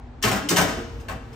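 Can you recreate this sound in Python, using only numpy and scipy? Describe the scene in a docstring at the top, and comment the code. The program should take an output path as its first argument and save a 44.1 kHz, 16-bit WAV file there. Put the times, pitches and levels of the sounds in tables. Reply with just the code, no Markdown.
"""In a small kitchen, at the oven, a metal tray is set on a wire rack and pushed in.
It knocks and chatters on the wires and rubs along them: ticks drive the ringing modes of the metal,
and a few modes stand out as clear tones. Faint wavering tones swell late, from narrow bands of noise.
The room answers with sparse reflections over a low appliance rumble of shaped noise.
Two microphone ports sit close together, the oven nearer the left one."""
import sys
import numpy as np
from scipy import signal
from scipy.fft import rfft, irfft
from scipy.io import wavfile
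from scipy.ndimage import uniform_filter1d

SR = 44100
rng = np.random.default_rng(int(sys.argv[2]) if len(sys.argv) > 2 else 0)


def nominal_scale(level):
    """Amplitude ratio for a level in decibels (scalar or array-like)."""
    x = np.asarray(level, float) / 20
    return 10 ** x


def output_pcm(signal):
    """Save a mono or channel-first signal as 16-bit PCM at the path in sys.argv[1].

    Samples are clipped to [-1, 1] before scaling.
    """
    pcm = np.clip(np.atleast_2d(signal).T, -1, 1) * 32767
    wavfile.write(sys.argv[1], SR, np.round(pcm).astype(np.int16))


N = 59535


def evened(x):
    """Scales a sound to an rms of 1."""
    return x / np.sqrt(np.mean(x ** 2) + 1e-20)


def read(points, hz):
    """Reads a table against frequency, straight between points on a log scale."""
    f, value = np.transpose(points)
    return np.interp(np.log(hz + 1), np.log(f + 1), value)


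def follow(points):
    """Reads a table against time, one value per sample."""
    return np.interp(np.arange(N) / SR, *np.transpose(points))


def add(mix, start_s, sound):
    """Lays a sound into the mix from start_s on, cut at the end."""
    part = mix[:, round(start_s * SR):][:, :sound.shape[1]]
    part += sound[:, :part.shape[1]]


def alike_pair(a, b, same):
    """Left and right spectra from independent noises a and b, as alike as same says (1 = identical)."""
    return np.array([a, same * a + np.sqrt(1 - same ** 2) * b])


def clicks(size, per_s, spread_db):
    """Random ticks of either sign, a few of them large."""
    extra = np.minimum(rng.exponential(1, size), 4)
    happens = rng.random(size) < per_s / SR
    return happens * nominal_scale(spread_db * extra) * rng.choice([-1, 1], size)


def waver(lines):
    """Narrow bands of noise: tones that wander in strength."""
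    out = np.zeros(N)
    for hz, width_hz, db in lines:
        r = np.exp(-np.pi * width_hz / SR)
        noise = [1, 1j] @ rng.standard_normal((2, 2 * N))
        slow = signal.lfilter([1], [1, -2 * r, r * r], noise)[N:]  # first half lets the filter settle
        carrier = np.exp(2j * np.pi * hz * np.arange(N) / SR)
        out += nominal_scale(db) * evened((slow * carrier).real)
    return out


# wavering low hum, before the slow rise: (frequency [Hz], width [Hz], level [dB])
HUM = [(53.5, 11.2, -44), (116, 14, -54), (242.8, 10.7, -51.5)]
# spectrum of the room floor, relative: (frequency [Hz], density [dB per Hz])
FLOOR = [(15, -46), (30, -17.5), (53, -1), (87, -7), (120, -4.5), (175, -37), (230, -14), (309, -20.5),
         (641, -27), (760, -23), (1100, -30.5), (3000, -42.5), (8000, -58.5), (11000, -84), (16000, -107)]
# left-right likeness of the floor: (frequency [Hz], likeness [0 to 1])
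FLOOR_LIKENESS = [(60, 1), (240, 0.79), (950, 0.4), (3770, 0.25), (15000, 0.18)]
# slow change of floor and hum: (time [s], level [dB])
FLOOR_LEVEL = [(0, 1), (.6, -1), (.9, 1.5), (1.35, 2)]


def rumble():
    """Low appliance rumble: noise shaped by the room floor, with drifting patches, plus the hum."""
    frames, hz = N // 512 + 5, np.fft.rfftfreq(2048, 1 / SR)
    a, b, c, d, patches = rng.standard_normal((frames, 1025, 5)).T
    patches = uniform_filter1d(patches, size=10, axis=0)  # smooth over frequency
    patches = evened(uniform_filter1d(patches, size=6, axis=1))  # then over time
    same = np.clip(read(FLOOR_LIKENESS, hz), -1, 1)[:, None]
    spectrum = alike_pair(a + 1j * b, c + 1j * d, same)
    spectrum *= nominal_scale(read(FLOOR, hz)[:, None] + 0.99 * patches)
    noise = signal.istft(spectrum, nperseg=2048, noverlap=1536)[1][:, :N]
    floor = nominal_scale(-41) * evened(noise)
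    balance = nominal_scale(np.array([[.5], [-.5]]))  # left 1 dB over right
    return (floor + waver(HUM)) * nominal_scale(follow(FLOOR_LEVEL)) * balance


# how fast the kitchen falls by 60 dB: (frequency [Hz], t60 [s])
KITCHEN_T60 = [(150, 0.46), (1000, 0.61), (5000, 0.76), (14000, 0.26)]


def kitchen(x):
    """Small-room answer: sparse reflections of random sign, each band dying at its own speed."""
    taps = np.zeros((2, 30000))
    at = np.arange(200, 29960, 20) + rng.integers(0, 20, (2, 1488))
    np.put_along_axis(taps, at, rng.choice([-1., 1.], at.shape), 1)
    taps[1] += 1.14 * taps[0]  # the ports are close and share most reflections
    hz, t, spectrum = signal.stft(taps, SR, nperseg=256)
    fall_db = -60 * t / read(KITCHEN_T60, hz)[:, None]
    tail = signal.istft(spectrum * nominal_scale(fall_db), SR, nperseg=256)[1]
    tail /= np.linalg.norm(tail, axis=1, keepdims=True)
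    return signal.fftconvolve(x, tail, axes=1)[:, :N]


# faint tones, perhaps overtones of the hum, before their envelope:
# (frequency [Hz], width [Hz], level [dB])
FAINT_TONES = [(468, 22.6, -46.5), (1295, 3.6, -60)]
# their envelope: (time [s], level [dB])
FAINT_TONES_LEVEL = [(.6, -39), (.75, 3.5), (1., -2), (1.25, -4), (1.35, 0)]


def faint_tones():
    """Faint wavering tones, perhaps overtones of the hum, that swell from about 0.7 s."""
    return waver(FAINT_TONES) * nominal_scale(follow(FAINT_TONES_LEVEL))


# time constant of a mode's build-up, to which 0.1 ms is added: (frequency [Hz], rise [s])
METAL_RISE = [(100, 0.0084), (1000, 0.00069), (8000, 0.00013)]


def ring(hz, t60):
    """One dying sine per mode; low modes take longer to build."""
    t, hz = np.arange(11000, dtype=np.float32) / SR, np.float32(hz)[:, None]
    rise = np.float32(read(METAL_RISE, hz) + 1e-4)
    fall = np.float32(np.log(1000) / t60)[:, None]
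    return np.sin(np.float32(2 * np.pi) * hz * t) * np.exp(-fall * t) * (1 - np.exp(-t / rise))


# dense modes of the sheet, relative strength: (frequency [Hz], density [dB per Hz])
METAL = [(47, -43), (80, -8.5), (175, -0.5), (524, -9.5), (641, -8.5), (937, -11), (1530, -11),
         (1880, -13.5), (4290, -22), (5490, -22), (8590, -26), (10000, -32.5), (11500, -29.5),
         (15400, -26.5), (16800, -76)]
# decay of the sheet, before each mode's random spread: (frequency [Hz], t60 [s])
METAL_T60 = [(100, 0.22), (400, 0.41), (1500, 0.33), (5000, 0.15), (15000, 0.19)]


def sheet_modes():
    """Frequencies, strengths and waves of 1600 modes, one at random in each slice of the spectrum."""
    edges = np.linspace(80 ** .6, 16800 ** .6, num=1601) ** (1 / .6)
    width = np.diff(edges)
    hz = edges[:-1] + width * rng.random(len(width))
    waves = ring(hz, read(METAL_T60, hz) * rng.uniform(0.64, 1.23, len(hz)))
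    share = nominal_scale(read(METAL, hz)) * np.sqrt(width)
    return hz, share / np.linalg.norm(share), waves


# where bass, middle and treble strength apply: (frequency [Hz])
COLOUR_HZ = (176, 855, 5400)


def coloured(hz, treble_db, middle_db, bass_db):
    """Gain at each frequency for a contact of the given three strengths."""
    return nominal_scale(read(list(zip(COLOUR_HZ, (bass_db, middle_db, treble_db))), hz))


# left-right likeness of the tray: (frequency [Hz], likeness [0 to 1])
TRAY_LIKENESS = [(100, 1), (400, 0.68), (1500, 0.18), (4000, 0.31), (8000, 0.71), (14000, 0.83)]
# stereo balance of the tray: (frequency [Hz], left over right [dB])
TRAY_PAN = [(60, 6), (240, 0), (950, 2.5), (3770, 2.5), (15000, 0.5)]


def clatter(sheet, strength):
    """Dense ringing of the sheet: each contact drives the same modes with its own random mix."""
    hz, share, waves = sheet
    a, b = rng.standard_normal((2, len(hz)))
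    same = np.clip(read(TRAY_LIKENESS, hz), -1, 1)
    pan = nominal_scale(np.outer([.5, -.5], read(TRAY_PAN, hz)))
    mix = pan * alike_pair(a, b, same) * share * coloured(hz, *strength)
    return np.float32(mix) @ waves


# modes that stand out, relative to the sheet: (frequency [Hz], level [dB], t60 [s])
TONES = [(116, 8, .3), (174, 6.5, 0.31), (266.6, 8, 0.26), (295, 4.5, 0.44), (352, 2.5, .4), (650, 9, 0.5),
         (760, 6, 0.17), (891, -8, 0.14), (1080, 14, 0.12), (1272, 9.5, 0.35), (1405, -6, 0.25),
         (1538, 10, 0.16), (1750, 3.5, 0.16), (2203, 15.5, 0.062), (2750, 15, 0.074), (3075, 12, 0.046),
         (5300, 11, 0.033), (6450, 13.5, 0.038), (7060, 4, 0.18)]


def clang(sheet, strength, favoured_hz):
    """Clear tones of tray, rack and walls; the place of contact favours those near favoured_hz."""
    hz, share, _ = sheet
    tone_hz, tone_db, tone_t60 = np.transpose(TONES)
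    octaves = np.log2(tone_hz / favoured_hz)
    favour_db = 16.5 * np.exp(-(octaves / 0.11) ** 2)
    gain = nominal_scale(favour_db + tone_db) * np.interp(tone_hz, hz, share) * coloured(tone_hz, *strength)
    gain *= rng.choice([-1, 1], len(gain))
    tone = np.float32(gain) @ ring(tone_hz, tone_t60)
    return np.outer(nominal_scale(np.array([1., -1.])), tone)  # left 2 dB over right


# rubbing strength that drives the sheet: (time [s], level [dB])
SLIDE = [(.22, -83), (.24, -61), (.36, -38), (.46, -55), (.5, -30.5), (.62, -30), (.72, -29.5), (.82, -39),
         (.95, -41), (1.08, -44), (1.12, -58.5), (1.2, -47.5), (1.35, -40)]


def slide(sheet):
    """Tray rubbing along the rack: gritty ticks drive the sheet as the contact hops from wire to wire."""
    grit = evened(clicks(N, per_s=3000, spread_db=3.0)) * nominal_scale(follow(SLIDE))
    wire = rng.integers(0, 6, N // 1500 + 1).repeat(1500)[:N]
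    out = np.zeros((2, N))
    for k in range(6):
        body = clatter(sheet, (-36.5, -34.0, -30.5))  # treble, middle, bass dB
        out += signal.oaconvolve(body, (grit * (wire == k))[None], axes=1)[:, :N]
    return out


# knocks of tray on rack, relative strengths:
# (time [s], treble [dB], middle [dB], bass [dB], ring favoured by the place of contact [Hz])
KNOCKS = [(.217, -41, -48, -47, 1750), (0.2252, -12, -34.5, -29, 1750), (0.2368, -12.5, -15, -22, 3075),
          (.248, -15.5, -27, -22, 116), (.275, -14, -26, -18, 1080), (.314, -16, -20.5, -20, 760),
          (.359, -23.5, -23, -32, 1405), (0.436, -57, -34.5, -28, 295), (.4880, -7.5, -36, -27, 3075),
          (.5060, -14.5, -22, -16, 6450), (.505, -39, -23.5, -25, 174), (.561, -9, -29, -33, 3075),
          (.568, -10, -15.5, -26.5, 5300), (.580, -17, -21, -23, 174), (.582, -16.5, -21, -18.5, 1538),
          (.612, -14.5, -22, -14.5, 324), (.68, -25.5, -25.5, -28, 188), (0.771, -37, -32.5, -25, 352),
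          (.808, -44, -57, -51, 116), (1, -38.5, -71, -53, 2750), (1.084, -27, -25, -36, 2520),
          (1.097, -36, -31.5, -40, 1080), (1.112, -35, -30.5, -27, 760), (1.125, -43, -42, -34, 1538),
          (1.15, -45.5, -46.5, -33.5, 650), (1.33, -42, -48, -50, 5300)]


def knocks(sheet):
    """Each knock sounds the clear tones once and the sheet with a chatter of small rebounds."""
    held_from_s, held_db_per_s = .9, 159  # a hand resting on the tray damps the late taps
    out, t = np.zeros((2, N)), np.arange(2600) / SR
    for start_s, *strength, favoured_hz in KNOCKS:
        blow = nominal_scale(-8) * clicks(len(t), per_s=900, spread_db=3.5) * np.exp(-t / .012)
        blow[0] = 1  # the knock itself
        blow /= np.linalg.norm(blow)
        sheet_ring, tone_ring = clatter(sheet, strength), clang(sheet, strength, favoured_hz)
        ring_s = np.arange(tone_ring.shape[1]) / SR
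        gain = nominal_scale(2.5 - held_db_per_s * (start_s > held_from_s) * ring_s)
        add(out, start_s, gain * tone_ring)
        add(out, start_s, signal.oaconvolve(gain * sheet_ring, blow[None], axes=1))
    return out


def scene():
    """Tray and faint tones, later at the right port, with the kitchen's answer and the rumble."""
    sheet = sheet_modes()
    tray = slide(sheet) + knocks(sheet) + faint_tones()
    lag_s = .00002  # the oven is nearer the left port
    delay = np.exp(-2j * np.pi * np.fft.rfftfreq(N, 1 / SR) * lag_s)
    tray[1] = irfft(rfft(tray[1]) * delay, N)
    return rumble() + nominal_scale(-8.5) * kitchen(tray) + tray


# two narrow bands where the treble drops out: (centre [Hz], width [Hz], level [dB])
GAPS = [(10196, 945, -34), (13770, 1340, -30)]


def treble_gaps_and_low_cut(x):
    """Two narrow gaps in the treble, then a low cut at 37 Hz."""
    hz = np.linspace(0, SR / 2, num=513)
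    gap_db = sum(db * np.exp(-((hz - f) / (width / 2)) ** 4) for f, width, db in GAPS)
    taps = signal.firwin2(1023, hz, nominal_scale(gap_db) * (hz < SR / 2), fs=SR)
    gapped = signal.oaconvolve(x, taps[None], "same", axes=1)
    return signal.sosfilt(signal.butter(3, 37, "high", fs=SR, output="sos"), gapped)


def roll_off(x):
    """The treble ends steeply here."""
    return signal.sosfilt(signal.butter(12, 16960, fs=SR, output="sos"), x)


def record(dry):
    """The kitchen with two narrow treble gaps and a low cut, as finally heard."""
    mix = treble_gaps_and_low_cut(dry)
    return roll_off(mix)


dry = scene()
out = record(dry)
output_pcm(out)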